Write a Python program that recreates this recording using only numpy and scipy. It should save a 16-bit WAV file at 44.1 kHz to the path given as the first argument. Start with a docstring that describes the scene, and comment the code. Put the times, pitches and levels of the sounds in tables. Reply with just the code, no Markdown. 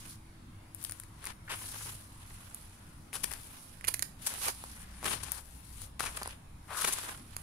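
"""Friction and snaps on a woven mat

A kitten and a hand push a plastic pen about on a woven plastic floor mat, close to a two-microphone phone.
Friction is a train of random slips: filtered by the strands it hisses and crackles, by the mat's modes it thuds.
Claws and pen snap over single strands: each snap is a filtered tick over a damped sine, the knock of the mat.
Shaped noise gives the small room's rumble and faint hiss, narrow bands of noise its four low drones.
Level and delay between the ports place the play; a resonance near 10 kHz colours each port."""
import sys
import numpy as np
from scipy import signal
from scipy.fft import next_fast_len
from scipy.io import wavfile
from scipy.ndimage import uniform_filter1d

SR = 44100
rng = np.random.default_rng(int(sys.argv[2]) if len(sys.argv) > 2 else 0)


def generate_wav(signal):
    """Clip the signal to [-1, 1] and save it as 16-bit WAV at the path in sys.argv[1]."""
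    frames = np.transpose(np.atleast_2d(signal))
    scaled = np.clip(frames, -1, 1) * 32767
    pcm = np.round(scaled).astype(np.int16)
    wavfile.write(sys.argv[1], SR, pcm)


N = 327222  # length in samples

# Spectrum of the room noise ahead of the ports. Each row: frequency in Hz, relative level in dB.
AIR_SPECTRUM = [(25, -2), (50, -3.5), (130, -6), (270, -13), (400, -24), (1000, -20.5), (2500, -29.5),
                (7000, -38), (16000, -45)]
# Correlation of the room noise between the ports. Each row: frequency in Hz, correlation from 0 to 1.
AIR_LIKENESS = [(150, 0.99), (290, 0.78), (600, 0.0077)]
# Four low drones that swell and fade. Each row: time in seconds, then level in dB of each, lowest first.
DRONE_LEVELS = [(0, -68, -65, -58, -66.5), (1.9, -68, -60.5, -58.5, -73.5), (4.3, -72, -67, -73, -83),
                (4.6, -55, -62, -66, -81), (6.3, -54, -62, -77, -92), (6.6, -78, -62.5, -80, -83)]
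# The drones' resonances, each applied twice. Each row: centre in Hz, width of one pass in Hz.
DRONE_BANDS = [(59, 6.1), (91.5, 3), (102.5, 7.6), (324, 6.8)]
# Frequency response of a flicked strand. Each row: frequency in Hz, relative gain in dB.
STRAND_RESPONSE = [(1200, -36.5), (2200, -5.5), (4000, -1.5), (6500, -2.5), (13000, -2.5), (16000, -10.5)]
# Modes of the mat. Each row: frequency in Hz, width in Hz, relative level in dB.
MAT_MODES = [(394, 274, -4.5), (800, 605, 0.5), (1073, 484, 3.5), (1590, 420, 0.5), (2780, 2030, -5.5)]
# Place of the play. Each row: time in seconds, left minus right level in dB (treble; the bass gets a share).
PLACE_PATH = [(0, -1.5), (.8, 8.5), (1.8, 2), (2.6, -2.5), (3.3, 9.5), (3.75, -8.5), (4.06, -8.5),
              (4.22, 6.5), (4.4, -4), (5.05, 6.5), (5.3, 10.5), (6, 7), (6.28, 0.5), (6.75, 7.5),
              (7.36, -5.5)]
# Strokes of paw, hand or pen along the weave. 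Each row: start of full strength in seconds, rise in seconds,
# hold in seconds, fall in seconds, strand hiss in dB, mat body against the hiss in dB.
STROKE_EVENTS = [(0.109, 0.4, 0.013, 0.072, -49, -8), (0.823, 0.091, .01, 0.29, -51, -6),
                 (1.278, 0.14, 0.027, 0.035, -52, 4.5), (1.544, 0.076, 0.35, 0.23, -44, -8.5),
                 (2.304, 0.67, 0.31, 0.71, -56, -5), (3.128, 0.0033, 0.42, 0.54, -52.5, -6.5),
                 (4.22, 0.0055, 0.17, 0.057, -46.5, -7.5), (4.272, 0.07, .01, 0.3, -40, -6.5),
                 (4.44, 0.078, 0.055, 0.045, -33, -7), (4.548, .05, 0.28, 0.054, -52.5, -6),
                 (5.056, 0.032, 0.086, 0.055, -38, -0.5), (5.37, 0.84, 0.013, 0.053, -49.5, -2),
                 (5.393, .2, 0.39, 0.14, -59.5, -10), (5.836, 0.19, 0.0079, 0.063, -49, -9.5),
                 (5.997, 0.0018, .005, 0.21, -41, -3.5), (6.032, 0.016, 0.28, 0.077, -54, 5),
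                 (6.78, 0.084, 0.11, 0.16, -36.5, -5), (6.971, 0.049, 0.13, 0.14, -44, -2),
                 (7.42, 0.49, 0.034, 0.074, -55, -2)]
# Rubs that make one patch of the mat sing, its resonance applied twice. Each row: middle in seconds,
# length in seconds, level in dB, pitch in Hz, width of one pass in Hz.
RUB_EVENTS = [(1.488, 0.019, -43.5, 1590, 1100), (4.461, 0.059, -42, 2550, 1900),
              (4.864, 0.37, -62, 1840, 940), (5.098, 0.13, -50, 257, 322), (6.723, 0.071, -46, 1020, 1400),
              (6.795, 0.094, -43, 1220, 600)]
# Short rough scuffs over a few strands. Each row: time of full strength in seconds, length scale in seconds,
# strand crackle in dB, mat body against the crackle in dB.
SCUFF_EVENTS = [(0.85, 0.0057, -31.5, -18), (1.53, 0.072, -50.5, 13.5), (3.157, 0.046, -38, -5.5),
                (3.242, 0.016, -30, -10.5), (3.318, 0.011, -41, -0.5), (3.885, 0.02, -29.5, -6.5),
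                (4.274, 0.021, -28.5, -12), (5.046, 0.0064, -36.5, 1), (5.061, 0.014, -34, 3),
                (5.241, 0.02, -38, -10.5), (5.998, 0.0069, -36.5, 2.5), (6.039, 0.02, -43, 3.5),
                (6.069, 0.036, -41, 0.5), (6.173, 0.015, -40, -3.5), (6.818, 0.015, -32, -32),
                (6.849, 0.014, -33, 2), (6.887, 0.034, -32, -2.5), (6.935, 0.022, -27, -15)]
# Snaps of claw or pen over a strand. Each row: start in seconds, level in dB, mat knock against the snap in dB.
SNAP_EVENTS = [(0.7477, -28, -25), (0.8277, -31, -22), (0.84, -22, -34), (0.896, -25, -12),
               (0.911, -28, -32), (.9212, -21.5, -17), (0.9998, -23.5, -17.5), (1.036, -34, -8),
               (1.2425, -29, -5), (1.2546, -24.5, -20), (1.2577, -35, -28), (1.2645, -24, -7.5),
               (1.2707, -21.5, -8), (2.546, -24, -27.5), (3.131, -35, 6), (3.2457, -27, -38),
               (3.311, -34, 0.5), (3.3268, -24, -12), (3.3368, -19, -15.5), (3.811, -40.5, 5.5),
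               (3.843, -34, 9), (3.8476, -25.5, -1), (3.85, -28, -4), (3.872, -24, -10), (3.8878, -18, -17),
               (3.891, -23, -8), (3.94, -15, -16), (3.943, -13.5, -9), (3.9936, -17.5, -12.5),
               (4.024, -11.5, -14), (4.0272, -14, -9), (4.3394, -22.5, -8), (4.483, -13, -8),
               (4.6394, -32, 4.5), (5.0294, -35.5, 7.5), (5.0375, -39.5, 11), (5.234, -25, -9),
               (5.319, -16, -21), (5.818, -24.5, -17.5), (6.0062, -20, 3), (6.0613, -22.5, -3),
               (6.164, -33, -23), (6.178, -37.5, 4.5), (6.202, -37, -23), (6.2107, -48, 1),
               (6.2162, -40.5, 13.5), (6.2213, -35.5, 10.5), (6.232, -21, -12), (6.259, -34, 7.5),
               (6.275, -22, -12), (6.277, -33, 6.5), (6.986, -20, -7), (7.366, -18, -10)]
# Middle pitch of the knocks, which depends on the spot. Each row: time in seconds, pitch in Hz.
KNOCK_PITCH = [(1.3, 1770), (4.1, 2250), (4.3, 1090)]

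AIR_DB = -53  # rms of the room noise ahead of the ports
PORT_HZ, PORT_WIDTH_HZ = (9850, 10330), 1290  # left and right differ a little
PORT_DB = 8.5  # resonance added to the direct sound
EDGE_HZ = 15740  # upper band limit
LAG_MS_PER_DB, EVEN_DB = .035, 6.5  # both ports hear at once when the left is EVEN_DB louder
WIDEST_LAG_MS = .43  # sound along the line of the two ports
SHADOW_HZ, LOW_SHARE = 980, 0.77  # below this, the phone shadows sound by only this share
SWING_DB = 20  # climb of a stroke over its rise, and drop over its fall
REST_BODY_DB = -82  # mat body between strokes
ECHO_MS = .43  # the floor's quick echo of a snap
KNOCK_T60_S = 0.0045  # time for a knock to die by 60 dB
KNOCK_SCATTER = .2  # widest random shift of a knock's pitch, in natural-log units
THIN_BELOW_DB, THIN_PER_DB = -16.5, 0.75  # the less a snap knocks the mat, the thinner its tick


def gain_of(db):
    """Amplitude is ten to the power of the level over 20."""
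    return 10 ** (np.asarray(db) / 20)


def evened(x):
    """Normalisation to unit rms."""
    return x / np.sqrt(np.mean(x ** 2) + 1e-20)


def read_spectrum(points, hz):
    """Interpolation along a logarithmic frequency axis."""
    f, value = np.transpose(points)
    return np.interp(np.log(hz + 1), np.log(f + 1), value)


def curves(rows):
    """Linear interpolation of each column over time."""
    s, *columns = np.transpose(rows)
    return [np.interp(np.arange(N) / SR, s, c) for c in columns]


def resonate(x, hz, width):
    """Two-pole resonance of gain 1 at its centre."""
    return signal.lfilter(*signal.iirpeak(hz, hz / width, SR), x)


def air():
    """Diffuse noise: shaped random spectra with drifting patches, the bass most alike at both ports."""
    frames = N // 512 + 5
    hz = np.fft.rfftfreq(2048, 1 / SR)
    a, b, c, d, patches = rng.standard_normal((frames, 1025, 5)).T
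    patches = evened(uniform_filter1d(uniform_filter1d(patches, 12, 0), 12, 1))
    same = np.clip(read_spectrum(AIR_LIKENESS, hz), 0, 1)[:, None]
    left = a + 1j * b
    right = same * left + np.sqrt(1 - same ** 2) * (c + 1j * d)
    spectra = np.array([left, right])
    spectra *= gain_of(read_spectrum(AIR_SPECTRUM, hz)[:, None] + 1.9 * patches)
    noise = signal.istft(spectra, nperseg=2048, noverlap=1536)[1][:, :N]
    return gain_of(AIR_DB) * evened(noise)


def drone():
    """Narrow-band noise with its envelope flattened: tones waver more in pitch than in level."""
    noise = rng.standard_normal((len(DRONE_BANDS), N))
    total = 0
    for (hz, width), v, db in zip(DRONE_BANDS, noise, curves(DRONE_LEVELS)):
        band = resonate(resonate(v, hz, width), hz, width)
        envelope = abs(signal.hilbert(band, next_fast_len(N))[:N])
        total = total + gain_of(db) * evened(band / np.sqrt(envelope + 1e-12))
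    return total  # one signal, the same at both ports


def room(x, t60=0.29):
    """Reverberation: a decaying tail of sparse reflections, different at each port."""
    t = np.arange(SR // 3) / SR
    taps = rng.choice([-1., 1.], (2, len(t))) * (rng.random((2, len(t))) < .1)
    taps = taps * gain_of(-60 * t / t60) * (t > .004)
    return signal.fftconvolve(x, taps / np.linalg.norm(taps[0]), axes=1)[:, :N]


def ports(x):
    """Cavity resonance: the air in each microphone port lifts a band of treble."""
    return np.array([v + gain_of(PORT_DB) * resonate(v, hz, PORT_WIDTH_HZ) for v, hz in zip(x, PORT_HZ)])


def through(x, taps, order):
    """Convolution with a response scaled, after the left port, to unit rms gain (order 2) or peak (inf)."""
    return signal.oaconvolve(x, taps[None] / np.linalg.norm(ports([taps])[0], order), axes=1)[:, :N]


def placed(x):
    """Binaural cues: level and arrival at the two ports follow the place of the play."""
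    side_db = curves(PLACE_PATH)[0]
    # the left port hears later unless it is more than EVEN_DB louder
    lag_ms = np.clip(LAG_MS_PER_DB * (EVEN_DB - side_db), -WIDEST_LAG_MS, WIDEST_LAG_MS)
    lag = lag_ms * SR / 1000
    late = np.round(np.maximum([lag, -lag], 0)).astype(int)
    x = np.take_along_axis(x, np.maximum(np.arange(N) - late, 0), axis=1)
    low = signal.sosfiltfilt(signal.butter(2, SHADOW_HZ, fs=SR, output="sos"), x)
    half_db = np.array([side_db / 2, -side_db / 2])
    return low * gain_of(LOW_SHARE * half_db) + (x - low) * gain_of(half_db)


def patchy(x, patchy_db):
    """Varying contact: the touch wanders over other strands, so bands of the colour come and go."""
    z = signal.stft(x, nperseg=256)[2]
    patches = rng.standard_normal(z.shape[1:])
    for _ in range(2):
        patches = uniform_filter1d(uniform_filter1d(patches, size=9, axis=0), size=15, axis=1)
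    return signal.istft(z * gain_of(patchy_db * evened(patches)), nperseg=256)[1][:, :N]


def pressed(x, body_db):
    """Damping: a heavy touch, with much mat body against the hiss, dulls the top; a light one frees it."""
    top = signal.sosfiltfilt(signal.butter(4, 12000, "high", fs=SR, output="sos"), x)
    top_db = -.6 * np.clip(body_db + 11.5, -10, 10)
    return x + top * (gain_of(top_db) - 1)


def strand():
    """Minimum phase: the causal response of a flicked strand, found from its gain alone."""
    hz = abs(np.fft.fftfreq(2048, 1 / SR))
    log_gain = np.log(gain_of(read_spectrum(STRAND_RESPONSE, hz)))
    return np.fft.ifft(np.conj(np.exp(signal.hilbert(log_gain)))).real[:512]


def mat():
    """Modal sum: the mat's broad, quickly damped modes, alternating in sign."""
    pulse = np.eye(1, 2000)[0]
    return sum((-1) ** k * gain_of(db) * resonate(pulse, hz, width)
               for k, (hz, width, db) in enumerate(MAT_MODES))


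def slips(per_s, spread_db, clump_db, clump_s, shared):
    """Stick-slip: tiny random slips of uneven, clumped size; each port hears partly its own."""
    width = int(clump_s * SR)
    clumps = evened(uniform_filter1d(uniform_filter1d(rng.standard_normal(N), width), width))
    size = gain_of(spread_db * np.minimum(rng.exponential(1, (3, N)), 3) + clump_db * clumps)
    train = size * np.sign(rng.standard_normal((3, N))) * (rng.random((3, N)) < per_s / SR)
    return evened(train[:2] + shared * train[2])


def strokes():
    """Addition of powers: hiss and body levels in dB of strokes that each rise, hold and fall."""
    t = np.arange(0, N + 64, 64) / SR
    s, rise, hold, fall, db, body_db = np.transpose(STROKE_EVENTS)[:, :, None]
    away = np.maximum((s - t) / abs(rise), (t - s - abs(hold)) / abs(fall))
    level_db = db - SWING_DB * np.maximum(away, 0)
    hiss = (gain_of(level_db) ** 2).sum(0) + 1e-20
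    body = (gain_of(level_db + body_db) ** 2).sum(0) + gain_of(REST_BODY_DB) ** 2
    return [np.interp(np.arange(N) / SR, t, 10 * np.log10(p)) for p in (hiss, body)]


def rubbing():
    """Sliding friction: fine slips hiss in the strands; coarser ones shake the mat."""
    hiss_db, body_db = strokes()
    fine = slips(7000, 3.7, 1.5, 0.0052, 0.083)
    coarse = slips(3000, 4.0, 2.8, 0.0079, 0.3)
    hiss = through(fine * gain_of(hiss_db), strand(), order=2)
    body = through(coarse * gain_of(body_db), mat(), order=2)
    return hiss + body


def rubs():
    """Resonance under friction: clumped slips in a smooth swell ring at each patch's own pitch."""
    t = np.arange(N) / SR
    grain = slips(1500, 2.1, 2.9, 0.0048, 1.7)
    total = 0
    for s, length, db, hz, width in RUB_EVENTS:
        ringing = evened(resonate(resonate(grain, hz, width), hz, width))
        swell = np.exp(-(2 * (t - s) / length) ** 4)
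        total = total + gain_of(db) * ringing * swell
    return total


def scuffs():
    """Rough friction: each scuff is a brief swell of coarse slips in strands and mat."""
    t, crackle, body = np.arange(N) / SR, np.zeros(N), np.zeros(N)
    for s, length, db, body_db in SCUFF_EVENTS:
        u = (t - s) / length
        steepness = np.where(u < 0, (u / .5) ** 8, (u / 0.26) ** 2)  # abrupt onset, gentler fall
        swell = gain_of(db) * np.exp(-np.minimum(steepness, 30))
        crackle = crackle + swell
        body = body + swell * gain_of(body_db)
    coarse = slips(2500, 3.2, 2, 0.0015, 1.26)
    return through(coarse * crackle, strand(), order=2) + through(coarse * body, mat(), order=2)


def snaps():
    """Impulse excitation: a sharp tick with a short rattle, over a damped sine as the mat is pushed down."""
    ticks, knocks = np.zeros((2, 2, N + 500))
    echo = round(ECHO_MS * SR / 1000)
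    t = np.arange(400) / SR
    fade = 0.065 * gain_of(-60 * t / 0.011)
    noise = rng.standard_normal((len(SNAP_EVENTS), 3, 400))
    for (s, db, knock_db), (both, left, right) in zip(SNAP_EVENTS, noise):
        rattle = (2 * both + np.array([left, right])) * fade
        rattle[:, 0] = -1  # the tick itself
        rattle[:, echo:] += 0.27 * rattle[:, :-echo]
        thinning = np.clip(THIN_PER_DB * (THIN_BELOW_DB - knock_db), 0, 2) / 2
        for _ in range(2):
            rattle[:, 1:] -= thinning * rattle[:, :-1]  # differencing weakens the bass
        # no two knocks land on quite the same pitch
        knock_hz = np.interp(s, *np.transpose(KNOCK_PITCH)) * np.exp(KNOCK_SCATTER * np.tanh(both[0]))
        knock = gain_of(-60 * t / KNOCK_T60_S) * np.sin(2 * np.pi * knock_hz * t + 1)
        at = round(s * SR)
        ticks[:, at:at + 400] += rattle * gain_of(db)
        knocks[:, at:at + 400] -= knock * gain_of(db + knock_db)
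    return through(ticks, strand(), order=np.inf) + knocks[:, :N]


def scene():
    """Superposition: background noise and drones, the rubbing, and the snaps and scuffs with their tail."""
    hiss_db, body_db = strokes()
    background = air() + drone()
    friction = placed(patchy(rubbing(), 1.3) + rubs())
    near = placed(snaps() + patchy(scuffs(), 1.0))
    play = near + gain_of(-10.5) * room(near) + friction
    return pressed(play, body_db - hiss_db) + background


def record(dry):
    """Linear filtering: port resonance, then the band limit."""
    band_limit = signal.firwin(511, EDGE_HZ, window=("kaiser", 9), fs=SR)
    return signal.oaconvolve(ports(dry), band_limit[None], "same")


dry = scene()
out = record(dry)
generate_wav(out)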